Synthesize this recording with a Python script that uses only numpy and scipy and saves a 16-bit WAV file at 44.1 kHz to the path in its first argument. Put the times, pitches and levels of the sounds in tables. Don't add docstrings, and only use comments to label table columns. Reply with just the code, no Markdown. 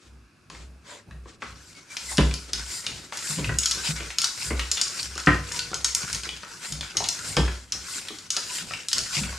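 import sys
import numpy as np
from scipy import signal
from scipy.fft import rfft, irfft, next_fast_len
from scipy.io import wavfile
from scipy.ndimage import uniform_filter1d, map_coordinates

SR = 44100
rng = np.random.default_rng(int(sys.argv[2]) if len(sys.argv) > 2 else 0)


def generate_wav(sig):
    pcm = np.round(np.clip(np.atleast_2d(sig).T, -1, 1) * 32767).astype(np.int16)
    wavfile.write(sys.argv[1], SR, pcm)


N = 413658

# start_s, rise_s (time to the fastest flow), valve_db (hiss), barrel_db (rush); relative levels
PUMP_STROKES = [(1.42, .27, -57, -49), (1.895, 0.23, -39, -41.5), (2.529, 0.23, -39, -38),
                (3.116, 0.19, -35.5, -35.5), (3.587, 0.3, -38, -35), (4.184, 0.27, -37.5, -37.5),
                (4.715, .29, -40, -37), (5.168, 0.4, -41, -38.5), (5.845, .28, -43, -37),
                (6.464, 0.23, -42.5, -38.5), (6.97, 0.33, -38.5, -38), (7.721, .22, -38.5, -38),
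                (8.304, 0.25, -37.5, -38), (8.922, 0.26, -36, -35.5)]
# pitch_hz, level_db (per Hz)
SNAP_COLOUR = [(300, -43), (1300, -4), (2400, 2), (3200, 8), (5500, 15.5), (7000, 1), (8500, 2.5),
               (9600, 1.5), (11000, -3), (15000, -18)]


def amp(db):
    return 10 ** (np.asarray(db) / 20)


def unit(x):
    return x / np.sqrt(np.mean(x ** 2) + 1e-20)


def along(points, hz):
    f, v = np.transpose(points)
    return np.interp(np.log(hz + 1), np.log(f + 1), v)


def wobble(rate):
    points = rng.standard_normal(int(N * rate / SR) + 4)
    return map_coordinates(points, [np.arange(N) * rate / SR])


def filtered(x, response):
    n = x.shape[-1]
    padded = next_fast_len(n + SR // 10)
    hz = np.fft.rfftfreq(padded, 1 / SR)
    return irfft(rfft(x, padded) * response(hz), padded)[..., :n]


def spread(pair):
    # pitch_hz, level_db (side against middle)
    width = [(60, -28), (150, -12), (500, -10), (2000, -6.5), (5000, -6.5), (8000, -13.5), (12000, -6.5)]
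    side = filtered(pair[1], lambda hz: amp(along(width, hz)))
    return np.array([pair[0] + side, pair[0] - side])


def rush(spectrum, patchy_db):
    z = signal.stft(rng.standard_normal((2, N)), nperseg=512)[2]
    field = uniform_filter1d(rng.standard_normal(z.shape[1:]), size=5, axis=0)
    field = uniform_filter1d(field, size=9, axis=1)
    pair = signal.istft(z * amp(patchy_db * unit(field)), nperseg=512)[1][:, :N]
    coloured = filtered(pair, lambda hz: amp(along(spectrum, hz)))
    return unit(spread(coloured))


def fade(t60, attack):
    t = np.arange(SR * 3 // 4) / SR
    return amp(-60 * t / t60) * (1 - np.exp(-t / attack))


def burst(colour_db, t60, attack):
    shape = fade(t60, attack)
    noise = filtered(rng.standard_normal(len(shape)), lambda hz: amp(colour_db(hz)))
    return shape * unit(noise)


def ring(modes, attack, scatter_db, detune):
    t = np.arange(SR * 3 // 4) / SR
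    chance = rng.standard_normal((len(modes), 3))
    sizes = amp(np.array(modes)[:, 1] + scatter_db * chance[:, 0])
    waves = []
    for (hz, _, t60), (_, pitch_shift, phase) in zip(modes, chance):
        tone = np.sin(2 * np.pi * (hz * (1 + detune * pitch_shift) * t + phase))
        waves.append(tone * fade(t60, attack))
    return np.sqrt(2) * sizes @ np.array(waves) / np.linalg.norm(sizes)


def in_room(x, wet_db):
    # pitch_hz, t60_s (time to fall 60 dB)
    echo_times = [(100, 0.32), (500, 0.39), (2000, 0.34), (6000, 0.45), (14000, 0.45)]
    hz, t, z = signal.stft(rng.standard_normal((2, SR // 2)), SR, nperseg=256)
    build_up = 1 - np.exp(-t / 0.0036)
    decay = amp(-60 * t / along(echo_times, hz)[:, None])
    tail = signal.istft(z * build_up * decay, SR, nperseg=256)[1]
    tail = spread(tail / np.linalg.norm(tail[0]))
    return x + amp(wet_db) * signal.fftconvolve(x[None], tail, axes=1)[:, :len(x)]


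def add(track, s, sound):
    part = track[:, max(round(s * SR), 0):][:, :sound.shape[-1]]
    part += sound[..., :part.shape[1]]


def swell(s, length, crest):
    top = s + length * np.clip(crest, .05, .95)
    phase = np.interp(np.arange(N) / SR, [s, top, s + length], [0, np.pi / 2, np.pi])
    return np.sin(phase) ** 2


def chatter(contact):
    mean_gap_s, loss_db = .0028, 9.5
    gaps = mean_gap_s * rng.uniform(.5, 1.5, 2)
    sound = contact()
    for k, s in enumerate(np.cumsum(gaps), 1):
        later = np.pad(contact(), (round(s * SR), 0))[:len(sound)]
        sound = sound + amp(-loss_db * k) * later
    return sound


def off_tiles(x):
    return filtered(x, lambda hz: 1 + .2 * np.exp(-2j * np.pi * hz * .00535))


def quiet_workshop():
    # pitch_hz, level_db (per Hz)
    quiet_colour = [(25, -22), (86, -25), (202, -2.5), (360, -5.5), (673, -36), (1100, -11), (1670, -9.5),
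                    (1860, -19), (2400, -14), (2650, -11), (3000, -23), (5000, -19), (9000, -29),
                    (11300, -25), (15000, -52)]
    return amp(-63.5) * rush(quiet_colour, patchy_db=.4)


def foot():
    # start_s, length_s, rumble_db (floor), boom_db (room)
    shifts = [(0.01, 0.33, -55.5, -51), (0.484, 0.41, -53.5, -45), (1.056, .29, -54, -42),
              (1.407, 0.29, -53, -50), (1.952, 0.7, -62, -42.5), (2.498, 0.26, -50, -40),
              (2.837, 0.29, -45.5, -53), (3.355, 0.3, -40.5, -35), (3.65, 0.29, -53, -48.5),
              (3.858, 0.33, -46, -39.5), (4.423, 0.35, -46.5, -34), (4.984, 0.36, -55, -44),
              (5.497, 0.51, -50, -58), (5.73, 0.34, -59, -48), (6.078, 0.21, -54, -43.5),
              (6.205, 0.27, -55.5, -50), (6.673, 0.26, -43, -43), (6.922, 0.33, -45.5, -64),
              (7.197, 0.32, -44, -62.5), (7.706, 0.19, -52, -47.5), (8.58, 0.34, -47.5, -75),
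              (8.93, 0.2, -42.5, -54), (9.138, 0.35, -42.5, -38)]
    # pitch_hz, level_db (per Hz)
    floor_colour = [(25, 1.5), (45, -4), (80, -8), (100, 3), (122, -6), (155, -1), (200, -8), (300, -11.5),
                    (500, -16), (900, -22.5), (2000, -36)]
    rumble_crest, boom_crest = 0.15, 0.36
    rest_db, lean_in_s = -58.5, 0.51
    rumble = sum(amp(db) * swell(s, length, rumble_crest) for s, length, db, _ in shifts)
    boom = sum(amp(db) * swell(s, length, boom_crest) for s, length, _, db in shifts)
    resting = amp(rest_db) * np.clip(np.arange(N) / SR / lean_in_s, 0, 1)
    mode_hz = 62.5 + 3 * wobble(15)
    mode = np.sqrt(2) * np.sin(2 * np.pi * np.cumsum(mode_hz) / SR)
    tiles = rush(floor_colour, patchy_db=2.2)
    return boom * mode + (rumble + resting) * tiles


def shoe():
    # pitch_hz, level_db (per Hz)
    sole_colour = [(150, -5), (320, -8), (570, 4), (830, -7), (980, 6), (1250, -7), (1520, 1), (1900, -2),
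                   (2200, -2.5), (4000, -5), (5500, -7), (7500, -6), (10000, -17.5), (15000, -23)]
    slide = swell(0.775, 0.34, crest=0.42) ** 2.6
    return amp(-44) * slide * rush(sole_colour, patchy_db=2.5)


def thuds():
    # start_s, level_db (relative), pitch_hz, t60_s (time to fall 60 dB)
    thud_table = [(1.109, -29.5, 134, 0.057), (3.295, -25, 153, 0.25), (3.369, -20, 170, 0.099),
                  (3.47, -18.5, 108, 0.17), (3.888, -16.5, 155, 0.15), (6.037, -18.5, 135, 0.017),
                  (6.72, -23.5, 150, 0.12), (8.616, -33.5, 182, 0.15), (9.167, -18.5, 150, 0.19),
                  (9.213, -19, 189, 0.093)]
    track = np.zeros((2, N))
    for s, db, hz, t60 in thud_table:
        modes = [(hz, 0, t60), (hz * 1.3, -9, t60 * .7)]
        thud = ring(modes, attack=t60 / 24, scatter_db=1.5, detune=.01)
        add(track, s, amp(db - 7) * in_room(thud, wet_db=-4.0))
    return track


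def palms_and_faint_air():
    # start_s, length_s, level_db
    soft_swells = [(-.1, 0.3, -59.5), (0.489, 0.22, -48), (1.23, 0.18, -55), (1.395, 0.14, -47),
                   (1.75, 0.085, -48.5), (2.385, 0.38, -49.5), (2.946, 0.23, -51), (8.79, 0.11, -58)]
    # pitch_hz, level_db (per Hz)
    soft_colour = [(150, -52), (250, 10.5), (589, 0.5), (984, -7), (1320, 4), (1540, -1.5), (3940, -0.5),
                   (7690, -2.5), (15000, -30)]
    loudness = sum(amp(db) * swell(s, length, crest=0.31) for s, length, db in soft_swells)
    return loudness * amp(3.3 * wobble(59.77)) * rush(soft_colour, patchy_db=-0.5)


def clunks():
    # start_s, level_db (relative)
    clunk_table = [(1.108, -46), (1.257, -35.5), (1.424, -28.5), (3.391, -36), (3.771, -32), (4.004, -30.5),
                   (5.158, -30), (5.715, -29), (6.268, -34.5), (6.952, -31), (7.746, -34.5), (8.104, -30),
                   (8.372, -35)]
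    # pitch_hz, level_db, t60_s (time to fall 60 dB)
    barrel_modes = [(215, -2, 0.093), (332, 0.5, 0.083), (421.5, -1, 0.1), (537, 2, 0.03), (763, -4, 0.087),
                    (1180, 5, 0.033)]
    track = np.zeros((2, N))
    for s, db in clunk_table:
        tube = ring(barrel_modes, attack=.001, scatter_db=3, detune=.03)
        add(track, s, amp(db - 6.0) * in_room(tube, wet_db=-1.0))
    return track


def squeaks():
    # start_s, length_s, pitch_hz, level_db (before the room)
    squeak_table = [(1.737, 0.072, 2240, -54), (1.895, .045, 2344, -45.5), (2.08, 0.026, 2100, -38),
                    (3.76, 0.086, 1540, -41.5), (5.524, 0.057, 972, -41), (5.576, .05, 1490, -37.5),
                    (8.491, 0.043, 998, -43)]
    track, t = np.zeros((2, N)), np.arange(N) / SR
    for s, length, hz, db in squeak_table:
        loudness = np.sin(np.pi * np.clip((t - s) / length, 0, 1))
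        unsteady_hz = hz * (1 + 0.0195 * wobble(200))
        tone = np.sin(2 * np.pi * np.cumsum(unsteady_hz) / SR)
        track += amp(db) * in_room(loudness * tone, wet_db=-4)
    return track


def rasp(per_s):
    # pitch_hz, level_db (per Hz)
    rasp_colour = [(500, -18), (1000, -5.5), (1700, -10.5), (2600, 3.5), (3300, -2.5), (4900, 1.5),
                   (6500, -6), (14000, -38)]
    chance = per_s / SR * amp(5 * wobble(10))
    slips = (rng.random(N) < chance) * rng.uniform(.3, 1, N)
    power = np.abs(signal.fftconvolve(slips ** 2, fade(.022, .0003) ** 2)[:N])
    return unit(np.sqrt(power) * rush(rasp_colour, patchy_db=3.5))


def scrapes():
    # start_s, length_s, level_db (relative)
    scrape_table = [(3.82, 0.11, -32.5), (4.396, 0.082, -33), (4.96, 0.093, -31), (7.928, .04, -38),
                    (9.114, 0.11, -28)]
    loudness = sum(amp(db) * swell(s, length, crest=0.38) for s, length, db in scrape_table)
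    return loudness * rasp(per_s=900)


def creep():
    start_s, length_s, ticks_per_s, strongest_db = 5.45, 1, 22, -32.5
    track = np.zeros((2, N))
    ticks = rng.random((round(ticks_per_s * length_s), 2))
    for when, weakness in ticks:
        tick = burst(lambda hz: along(SNAP_COLOUR, hz), t60=.012, attack=.0001)
        add(track, start_s + when * length_s, amp(strongest_db - 10 * weakness) * in_room(tick, wet_db=-23))
    return track


def knocks():
    # start_s, level_db (relative), pitch_hz (centre)
    knock_table = [(0.5, -31.5, 1046), (0.548, -36.5, 2140), (1.11, -36.5, 1740), (1.257, -39.5, 990),
                   (1.421, -27, 2006), (1.425, -25, 1365), (1.457, -34.5, 1400), (1.968, -21.5, 2460),
                   (2.117, -29.5, 960), (2.311, -23, 2400), (2.314, -34, 720), (3.124, -21, 1455),
                   (3.444, -17.5, 2580), (4.005, -25.5, 2380), (4.104, -23.5, 2610), (4.239, -24, 1475),
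                   (4.5943, -13.5, 2880), (4.598, -20, 3210), (4.772, -19, 3490), (4.779, -20, 3380),
                   (5.178, -24, 1400), (5.516, -26, 2160), (5.731, -22, 1370), (5.846, -27, 1375),
                   (6.037, -45, 590), (6.29, -20, 2960), (6.433, -26.5, 1440), (6.809, -18.5, 3550),
                   (6.829, -27, 1400), (7.004, -22, 684), (7.022, -24.5, 900), (7.478, -16.5, 1490),
                   (8.084, -20, 3430), (8.371, -22, 1450), (8.584, -22, 2830), (8.708, -22, 1320),
                   (8.736, -19, 2635), (8.915, -20, 3780), (9.235, -22.5, 2330), (9.327, -30, 1045)]
    track = np.zeros((2, N))
    for s, db, centre_hz in knock_table:
        hump = [(centre_hz / 8, -19), (centre_hz / 2, -8), (centre_hz, 0),
                (centre_hz * 2, -11), (centre_hz * 4, -21), (centre_hz * 12, -52)]
        knock = chatter(lambda: burst(lambda hz: along(hump, hz), t60=0.023, attack=0.00013))
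        t60 = 0.018 + 23 / centre_hz
        modes = [(centre_hz * .91, -8, t60), (centre_hz, 0, t60), (centre_hz * 1.12, -4, t60)]
        body = ring(modes, attack=.0006, scatter_db=2, detune=.01)
        add(track, s, amp(db - 6.5) * in_room(knock + amp(-4) * body, wet_db=-0.5))
    return track


def clicks():
    # start_s, level_db (relative), brightness_hz (a higher value shifts the colour up)
    click_table = [(0.4998, -35.5, 3700), (1.969, -22, 4870), (2.172, -17, 5060), (2.1809, -16.5, 3400),
                   (2.3398, -19.5, 4750), (2.5328, -14, 4600), (2.805, -32, 6630), (2.8654, -16.5, 2780),
                   (3.172, -21.5, 6370), (3.19, -30, 5830), (3.5862, -10, 9600), (3.6335, -17.5, 5390),
                   (3.658, -9.5, 5700), (3.711, -10, 5770), (3.7177, -15.5, 5000), (4.1845, -8.5, 5140),
                   (4.2171, -12, 5400), (4.243, -8.5, 5650), (4.7151, -9.5, 6800), (4.814, -10, 6100),
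                   (4.88, -24, 5900), (5.029, -22, 6100), (5.154, -27, 5150), (5.178, -22.5, 5900),
                   (5.201, -25, 4500), (5.262, -23, 4870), (5.52, -21, 7040), (5.5918, -15, 3960),
                   (5.743, -16, 5100), (5.845, -7.5, 6300), (5.9486, -9, 9160), (6.129, -17.5, 8140),
                   (6.147, -19, 4380), (6.234, -23, 3960), (6.7232, -18, 4700), (6.9697, -10.5, 4840),
                   (7.0412, -15, 3160), (7.087, -10.5, 6960), (7.3668, -13.5, 4650), (7.7217, -14, 5400),
                   (8.186, -28.5, 4000), (8.304, -11, 6100), (8.366, -12, 5750), (8.885, -15, 6150),
                   (8.9304, -8.5, 5770), (8.982, -12.5, 5700), (8.989, -16.5, 6200)]
    # pitch_hz, level_db, t60_s (time to fall 60 dB)
    valve_modes = [(1352, -6.5, 0.15), (2900, 7, 0.023), (3500, -3, 0.011), (4560, -11, 0.01),
                   (5344, 23, 0.0084), (6687, 17, 0.02), (9660, 2.5, 0.042)]
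    track = np.zeros((2, N))
    for s, db, brightness_hz in click_table:
        colour = lambda hz: along(SNAP_COLOUR, hz * (5700 / brightness_hz) ** .5)
        brighter = lambda hz: colour(hz / 1.25)
        edge = amp(-3.5) * chatter(lambda: burst(brighter, t60=.009, attack=.00015))
        clatter = amp(-8) * burst(colour, t60=.034, attack=.0007)
        body = amp(-6.5) * ring(valve_modes, attack=.0003, scatter_db=3, detune=.015)
        add(track, s, amp(db) * in_room(edge + clatter + body, wet_db=-2.5))
    return track


def spoke():
    start_s, pitch_hz, level_db, t60_s = 5.271, 479, -48.5, 2.8
    t = np.maximum(np.arange(N) / SR - start_s, 0)
    return amp(level_db - 60 * t / t60_s) * np.sin(2 * np.pi * pitch_hz * t)


def pops():
    # start_s, crack_db, rise_s (crack), dull_hz (crack dull above), rim_db (rim and spokes),
    # boom_db (room), casing_db, slap_db (sidewall); all levels relative
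    pop_table = [(2.1814, -16, 0.00036, 3800, -35.5, -21, -16, -20.5),
                 (3.382, -38, 0.0011, 2000, -57, -46, -27, -33),
                 (3.492, -24.5, 0.00054, 1880, -45, -36.5, -29.5, -36.5),
                 (4.505, -25, .00042, 2260, -45, -35, -44, -28.5),
                 (5.271, -8, 0.0015, 1950, -28.5, -28.5, -15, -25),
                 (7.368, -16.5, .00064, 3800, -34.5, -23, -18, -21)]
    # pitch_hz, level_db (per Hz)
    crack_colour, slap_colour = [(200, -5), (520, -11), (740, -5), (880, -13), (1050, -8), (1300, -3),
                                 (1850, -0.5), (2350, -2.5), (3000, -1.5), (6000, -19), (14000, -37)], [(150, 3.5), (250, 4.5), (350, 3), (560, -0.5), (750, -11.5),
                                                (950, -4.5), (3000, -42)]
    # pitch_hz, level_db, t60_s (time to fall 60 dB)
    rim_modes, casing_modes = [(650, -9, 0.24), (753, -2.5, 0.092), (1025, 1, 0.19), (1180, -4, .13),
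                               (1324, -9, 0.29), (1557, 1.5, .18), (1810, 1.5, 0.13), (2050, -8, 0.16)], [(96.8, -12, 0.61), (149.6, 8, 0.21), (186, -1, 0.24),
                                            (249, -10, 0.31), (294.5, 0, 0.17), (358, -12, 0.3),
                                            (419, -14, 0.25), (488, -25, 0.26), (556, -24, 0.17)]
    track = np.zeros((2, N))
    for s, crack_db, rise_s, dull_hz, rim_db, boom_db, casing_db, slap_db in pop_table:
        dulling = [(dull_hz, 0), (dull_hz * 1.3, -10), (dull_hz * 3, -20)]
        crack = burst(lambda hz: along(crack_colour, hz) + along(dulling, hz), t60=0.033, attack=rise_s)
        rim = amp(rim_db + 6.5) * ring(rim_modes, attack=.0015, scatter_db=1.5, detune=.004)
        slap = amp(slap_db + 2.0) * burst(lambda hz: along(slap_colour, hz), t60=0.19, attack=0.0033)
        casing = amp(casing_db - 0.5) * ring(casing_modes, attack=.004, scatter_db=1.5, detune=.008)
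        boom = ring([(62.3, 0, 0.36)], attack=0.094, scatter_db=0, detune=0.0081)
        add(track, s, in_room(amp(crack_db) * crack, wet_db=1.5) * amp([[.5], [-.5]]))
        add(track, s, in_room(casing + rim + slap, wet_db=-3.5))
        add(track, s, amp(boom_db + 16.5) * boom)
    return track


def flow(levels_db, shape):
    open_s, stop_s = 0.012, 0.36
    steady_db, crest_s, fall_db_per_s = shape
    t, power = np.arange(SR) / SR, np.zeros((1, N))
    for (s, rise, *_), db in zip(PUMP_STROKES, levels_db):
        late = t - rise
        after = np.maximum(late, 0)
        crest_db = steady_db * (1 - np.exp(-(late / crest_s) ** 2))
        opening = 1 - np.exp(-t / open_s)
        closing = np.exp(-(after / stop_s) ** 4)
        stroke = amp(db + crest_db - fall_db_per_s * after) * opening * closing
        add(power, s, stroke ** 2)
    return np.sqrt(power[0])


def air_column():
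    fastest_hz, rise_oct_per_s, wander_oct = 1877, 4.65, 0.24
    width_oct = 0.044
    hz, t, z = signal.stft(rng.standard_normal((2, N)), SR, nperseg=1024, noverlap=768)
    starts, rises, _, _ = np.transpose(PUMP_STROKES)
    stroke = np.maximum(np.searchsorted(starts, t) - 1, 0)
    late = t - (starts + rises)[stroke]
    drift = wander_oct * np.interp(t, np.arange(N) / SR, wobble(18))
    pitch = np.log2(fastest_hz) + rise_oct_per_s * np.clip(late, -.16, .05) + drift
    gain = 0
    for k in (1, 2):
        distance_oct = np.log2((hz[:, None] + 1) / k) - pitch
        gain = gain + 1 / (1 + (distance_oct / width_oct) ** 2) / k
    strength = 2.4 + np.exp(-(late / 0.24) ** 2)
    shaped = z * gain * strength / 2 ** (pitch / 2)
    return unit(spread(signal.istft(shaped, SR, nperseg=1024, noverlap=768)[1][:, :N]))


def air():
    # pitch_hz, level_db (per Hz)
    hiss_colour, jet_colour, barrel_colour = [(1500, -18), (3200, -11), (4400, 0.5), (5100, 2), (6400, -3),
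                                              (7500, 6.5), (8200, -3.5), (9200, 1), (10500, -8.5),
                                              (12500, -2), (16000, -18)], [(6000, -33), (6800, -4), (7200, 4), (7750, 6),
                                                            (8150, -9), (8600, -4.5), (9050, 10),
                                                            (9450, -23), (11500, -28), (16000, -50)], [(200, -3.5), (500, -5),
                                                                         (720, -10.5), (1000, -1.5),
                                                                         (1200, -4.5), (1430, 6.5),
                                                                         (1800, -1.5), (2100, 1),
                                                                         (2400, -1), (2750, -4), (3500, -4),
                                                                         (6000, 0.5), (9000, -9.5),
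                                                                         (15000, -18)]
    # steady_db (against the crest), crest_s (half-width), fall_db_per_s (after it)
    valve_shape, barrel_shape = (-12, 0.077, 3.3), (-3, 0.052, 8.6)
    _, _, valve_db, barrel_db = np.transpose(PUMP_STROKES)
    valve, barrel = flow(valve_db, valve_shape), flow(barrel_db, barrel_shape)
    flutter = wobble(35)
    hiss = rush(hiss_colour, patchy_db=1.6)
    speed = np.clip(valve / valve.max() * 1.3, .1, 1) ** .045
    place = np.cumsum(speed)
    jet_noise = rush(jet_colour, patchy_db=2.2)
    jet = np.array([map_coordinates(side, [place], order=5, mode="mirror") for side in jet_noise])
    draught = rush(barrel_colour, patchy_db=2.6)
    push = np.minimum(valve / amp(-27.0), 1) ** 0.3
    nozzle = amp(2.5) * hiss + push * jet
    slips = (rng.random(N) < 25 / SR) * rng.uniform(.5, 2.2, N)
    grain = 1 + signal.fftconvolve(slips, fade(.02, .0002))[:N]
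    tube = amp(-4) * grain * draught + amp(-15) * air_column() + amp(-9.5) * rasp(per_s=82)
    return valve * amp(0.67 * flutter) * nozzle + barrel * amp(2.5 * flutter) * tube


def scene():
    left_lag_s = .000008
    pump = off_tiles(air() + palms_and_faint_air() + scrapes() + clicks() + knocks() + creep())
    pump = pump + squeaks() + thuds() + clunks() + shoe()
    halves = np.array([[-1], [1]])
    pump = filtered(pump, lambda hz: np.exp(1j * np.pi * hz * left_lag_s * halves))
    pump = pump * amp([[.8], [-.8]])
    return pump + pops() + spoke() + foot() + quiet_workshop()


def record(dry):
    # pitch_hz, level_db
    microphone_tone = [(9500, 2), (12000, -7), (14500, -10.5), (15500, -18)]
    low_cut_hz, top_hz = 46, 15650
    bass_cut = signal.butter(5, low_cut_hz, "highpass", fs=SR, output="sos")
    lean = signal.sosfilt(bass_cut, dry)
    toned = filtered(lean, lambda hz: amp(along(microphone_tone, hz)))
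    return filtered(toned, lambda hz: 1 / np.sqrt(1 + (hz / top_hz) ** 160))


dry = scene()
out = record(dry)
generate_wav(out)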